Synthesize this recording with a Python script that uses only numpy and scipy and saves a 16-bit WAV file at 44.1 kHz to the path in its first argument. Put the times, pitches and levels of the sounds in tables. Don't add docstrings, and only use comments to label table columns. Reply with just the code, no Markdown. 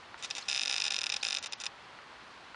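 import sys
import numpy as np
from scipy import signal
from scipy.fft import rfft, irfft
from scipy.io import wavfile
from scipy.ndimage import uniform_filter1d

SR = 44100
rng = np.random.default_rng(int(sys.argv[2]) if len(sys.argv) > 2 else 0)


def makeup_ratio(level_db):
    decades = np.asarray(level_db, float) / 20
    return 10 ** decades


def bounce(signal):
    frames = np.transpose(np.atleast_2d(signal))
    limited = np.clip(frames, -1, 1)
    pcm = np.round(limited * 32767).astype(np.int16)
    wavfile.write(sys.argv[1], SR, pcm)


N = 112454

# (frequency [Hz], level [dB])
AIR_SPECTRUM = [(15, -58), (25, -31), (58, -12.5), (394, -10.5), (523, -11), (1070, -4.5), (4320, -16.5),
                (9120, -36.5), (11800, -37), (15300, -89), (22000, -120)]
# (time [s], level [dB])
WHIR_LEVEL = [(.165, -80), (.18, -57), (.4, -52), (.47, -53), (.5, -52), (.9, -54), (1.0, -56), (1.2, -54),
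              (1.3, -54), (1.42, -57), (1.68, -62), (1.72, -80)]
# (frequency [Hz], level [dB])
GRIT_SPECTRUM = [(240, -71), (400, -10.5), (2250, 0.5), (2520, 6), (3640, 2.5), (4570, 0.5), (5050, 2.5),
                 (10800, -21), (11800, -64), (15300, -98), (22000, -120)]
# (time [s], level [dB])
FINGER_TAPS = [
    (.1430, -36),
    (1.9882, -36),
    (2.5448, -33.5),
]
# (frequency [Hz], level [dB], time to fade 60 dB [s])
BODY_MODES = [(900, -6, .02), (1400, -1, .018), (1950, -7, .012), (2800, -8, .006), (4300, -11, .006)]
# (time [s], length [s], start frequency [Hz], end frequency [Hz], level [dB])
FAR_CHIRPS = [
    (.190, .006, 9000, 7000, -56),
    (.399, .003, 5800, 5800, -50),
    (.409, .007, 7400, 5600, -49),
    (.4235, .007, 4700, 3900, -40),
    (.438, .008, 5400, 5100, -52),
    (1.2105, .007, 3900, 4400, -41),
    (1.218, .006, 4500, 4800, -42),
]
FULL_STROKES = [(58, 1), (62, 2), (67, 2), (72, 2), (78, 2), (83, 2), (88, 2), (94, 2), (101, 2), (107, 2),
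                (115, 2), (122, 2), (128, 1), (133, 2), (138, 1), (143, 2), (150, 2), (156, 2), (163, 1),
                (169, 2), (176, 1), (180, 1), (184, 1), (189, 2),
                (198, 1), (203, 1), (210, 2), (217, 2), (225, 2), (234, 2), (242, 2), (251, 2), (262, 2),
                   (270, 1), (276, 1), (284, 1),
                (306, 1), (312, 2), (318, 2), (324, 2), (331, 2), (338, 2), (345, 2), (352, 2)]
CREEP_TICKS = [(-29, 6, 4), (-22, 4, 1), (13, 7, 5), (23, 4, 1), (357, 2, 1), (371, 6, 5), (382, 4, 2),
               (429, 6, 4), (441, 3, 2)]
# (kick [dB], strongest tick [dB], fall per tick either side [dB])
CREEP_LEVELS = [(-2, -3, 3), (1.5, -5, 2), (-1, -3, 2.5), (1.5, -6, 2), (0, -8, 3), (-2, -2, 2.5),
                (1.5, -8, 1.5), (-2, -4, 2.5), (0, -6, 2)]
# (kick time [s], kick level [dB], clack time [s], clack level [dB])
TURNS = [
    (.3026, 0, .3090, -2.5),
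    (1.5237, -1, 1.5322, -4),
    (1.6563, 0, 1.6645, -1),
]
# (frequency [Hz], time to fade 60 dB [s], signed height for clack [1], for kick [1])
BARREL_MODES = [(2038, .06, .003, -.004), (2500, .0064, .484, -.178), (2532, .0052, -.543, .202),
                (3663, .0131, .0575, -.0272), (3890, .057, -.0072, .0025), (4229, .02, -.0123, .0045),
                (4942, .023, -.0417, .007), (5164, .004, .088, 0), (5586, .0044, .036, -.03),
                (5848, .0062, -.06, -.022)]
# (frequency [Hz], time to fade 60 dB [s], clack [dB], kick [dB])
HOUSING_MODES = [(523, 0.044, -59, -56.5), (813, 0.078, -49.5, -52), (1400, 0.032, -47.5, -46),
                 (1744, 0.058, -47, -62), (2583, 0.09, -52, -74), (3710, 0.0083, -79, -38.5),
                 (5088, 0.016, -30, -43), (6650, 0.008, -53, -45.5), (7180, 0.013, -37.5, -38),
                 (8350, 0.012, -50, -46.5), (9130, 0.011, -43.5, -45), (10750, 0.0085, -41, -41)]
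# (from [s], to [s])
DULL_MOMENTS = [(.892, .9), (1.107, 1.115), (1.392, 1.417), (1.479, 1.513), (1.545, 1.572)]

CLOCK_HZ, TICK_ZERO_S = 332.8, .3120
AIR_DB, WHIR_FLICKER_DB = -52, 2
CHIRP_ROUGHNESS = .3
CLACK_DB, KICK_DB = 0.53, 2.04
CLACK_SCATTER_DB, KICK_SCATTER_DB = .7, 1.5
CLACK_LAG_S, CLACK_RISE_S, KICK_RISE_S = .00003, .00028, .00068
RISE_CYCLES = .7
FREE_S, BRAKE_T60_S = .004, .006
REBOUND_TICKS, REBOUND_DB = 2, -9
TURN_REBOUND_S, TURN_REBOUND_DB = .0028, -7.5
TURN_THUMP_DB = -37
CREEP_JITTER_S = .00006
CREEP_TILT_DB, CREEP_DULLING_DB = 4, .8
RATTLE_DB, RATTLE_T60_S = -37.5, 0.033


def shaped_noise(points):
    hz = np.maximum(np.arange(N // 2 + 1) * SR / N, 1)
    point_hz, point_db = np.transpose(points)
    level_db = np.interp(np.log(hz), np.log(point_hz), point_db)
    noise = irfft(rfft(rng.standard_normal(N)) * makeup_ratio(level_db), N)
    return noise / noise.std()


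def drift(rate_hz):
    span = int(SR / rate_hz)
    wander = uniform_filter1d(rng.standard_normal(N), size=span)
    wander = uniform_filter1d(wander, size=span)
    return wander / wander.std()


def background():
    whir_db = np.interp(np.arange(N) / SR, *np.transpose(WHIR_LEVEL))
    whir = makeup_ratio(whir_db + WHIR_FLICKER_DB * drift(130)) * shaped_noise(GRIT_SPECTRUM)
    hiss = makeup_ratio(AIR_DB + 0.3 * drift(18)) * shaped_noise(AIR_SPECTRUM)
    return hiss + whir


def strike(times, db, hz, t60, height, scatter_db, rise_s, brake_t60, tilt_db=0):
    out, span = np.zeros(N + 2000), np.arange(1800)
    chance = rng.standard_normal((len(times), 3))
    octave = np.log2(hz / 4000)
    ripple = np.sin(2 * np.pi * octave)
    for s, level_db, luck, tilt in zip(times, db, chance, tilt_db + np.zeros(len(times))):
        i = int(s * SR) + 1
        t = ((i + span) / SR - s)[:, None]
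        colour_db = tilt * octave + scatter_db * (luck[0] + luck[1] * octave + luck[2] * ripple)
        swell = np.sin(np.pi / 2 * np.minimum(t / (rise_s + RISE_CYCLES / hz), 1)) ** 2
        fade_db = 60 * t / t60 + 60 * np.maximum(t - FREE_S, 0) / brake_t60
        rings = makeup_ratio(level_db + colour_db - fade_db) * swell * np.sin(2 * np.pi * hz * t)
        out[i:i + len(span)] += rings @ height
    return out[:N]


def taps():
    thumps = [(clack_s, db + TURN_THUMP_DB) for _, _, clack_s, db in TURNS]
    s, db = np.transpose(FINGER_TAPS + thumps)
    hz, mode_db, t60 = np.transpose(BODY_MODES)
    height = makeup_ratio(mode_db) * (-1.) ** np.arange(len(hz))
    return strike(s, db, hz, t60, height, KICK_SCATTER_DB, CLACK_RISE_S, np.inf)


def chirps():
    out = np.zeros(N)
    for s, length_s, start_hz, end_hz, db in FAR_CHIRPS:
        u = np.linspace(0, 1, int(length_s * SR))
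        envelope = np.sqrt(np.abs(np.sin(np.pi * u)))
        pitch_hz = start_hz + (end_hz - start_hz) * u
        whistle = np.sin(2 * np.pi * np.cumsum(pitch_hz) / SR)
        i = int(s * SR)
        out[i:i + len(u)] += makeup_ratio(db) * envelope * whistle
    return out * (1 + CHIRP_ROUGHNESS * drift(1500))


def tick_time(tick):
    return TICK_ZERO_S + tick / CLOCK_HZ


def blows():
    clack_tick, lead = np.transpose(FULL_STROKES)
    kicks = [(tick_time(k), 0, 0) for k in clack_tick - lead]
    kicks += [(tick_time(k + REBOUND_TICKS), REBOUND_DB, 0) for k in clack_tick]
    for (first, count, top), (kick_db, tick_db, fall_db) in zip(CREEP_TICKS, CREEP_LEVELS):
        kicks.append((tick_time(first), kick_db, CREEP_TILT_DB))
        for k in range(1, count + 1):
            s = tick_time(first + k) + CREEP_JITTER_S * rng.standard_normal()
            kicks.append((s, tick_db - fall_db * abs(k - top), CREEP_TILT_DB - CREEP_DULLING_DB * k))
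    kicks += [(s, db, CREEP_TILT_DB / 2) for s, db, _, _ in TURNS]
    clacks = [(tick_time(k) + CLACK_LAG_S, 0) for k in clack_tick]
    clacks += [(s, db) for _, _, s, db in TURNS]
    clacks += [(s + TURN_REBOUND_S, db + TURN_REBOUND_DB) for _, _, s, db in TURNS]
    return np.transpose(kicks), np.transpose(clacks)


def barrel(kicks, clacks):
    (kick_s, kick_db, tilt_db), (clack_s, clack_db) = kicks, clacks
    hz, t60, hard, light = np.transpose(BARREL_MODES)
    rings = strike(kick_s, kick_db + KICK_DB, hz, t60, light, KICK_SCATTER_DB, KICK_RISE_S,
                   BRAKE_T60_S, tilt_db)
    return rings + strike(clack_s, clack_db + CLACK_DB, hz, t60, hard, CLACK_SCATTER_DB, CLACK_RISE_S,
                          BRAKE_T60_S)


def housing(kicks, clacks):
    (kick_s, kick_db, _), (clack_s, clack_db) = kicks, clacks
    hz, t60, hard_db, light_db = np.transpose(HOUSING_MODES)
    sides = (-1.) ** np.arange(len(hz))
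    light, hard = -sides * makeup_ratio(light_db), sides * makeup_ratio(hard_db)
    rings = strike(kick_s, kick_db, hz, t60, light, KICK_SCATTER_DB, KICK_RISE_S, np.inf)
    return rings + strike(clack_s, clack_db, hz, t60, hard, CLACK_SCATTER_DB, CLACK_RISE_S, np.inf)


def rattle(kicks, clacks):
    (kick_s, kick_db, _), (clack_s, clack_db) = kicks, clacks
    push = np.zeros(N)
    np.add.at(push, (np.r_[kick_s, clack_s] * SR).astype(int), makeup_ratio(np.r_[kick_db - 5, clack_db]))
    push = uniform_filter1d(push, size=31, origin=15)
    shaking = signal.lfilter([1], [1, -makeup_ratio(-60 / (RATTLE_T60_S * SR))], push)
    return makeup_ratio(RATTLE_DB) * shaking * shaped_noise(GRIT_SPECTRUM)


def motor():
    kicks, clacks = blows()
    return barrel(kicks, clacks) + housing(kicks, clacks) + rattle(kicks, clacks)


def scene():
    return (background() + taps() + chirps() + motor())[None]


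def top_cut(x):
    return signal.sosfilt(signal.butter(12, 12210, fs=SR, output="sos"), x)


def record(dry):
    x = signal.sosfilt(signal.cheby2(10, 60, 12200, fs=SR, output="sos"), dry)
    low = signal.sosfiltfilt(signal.cheby2(10, 40, 8100, fs=SR, output="sos"), x)
    t = np.arange(N) / SR
    muted = sum((t > start - .002) & (t < end + .002) for start, end in DULL_MOMENTS) * 1.
    muted = uniform_filter1d(muted, size=175)
    mix = x + muted * (low - x)
    return top_cut(mix)


dry = scene()
out = record(dry)
bounce(out)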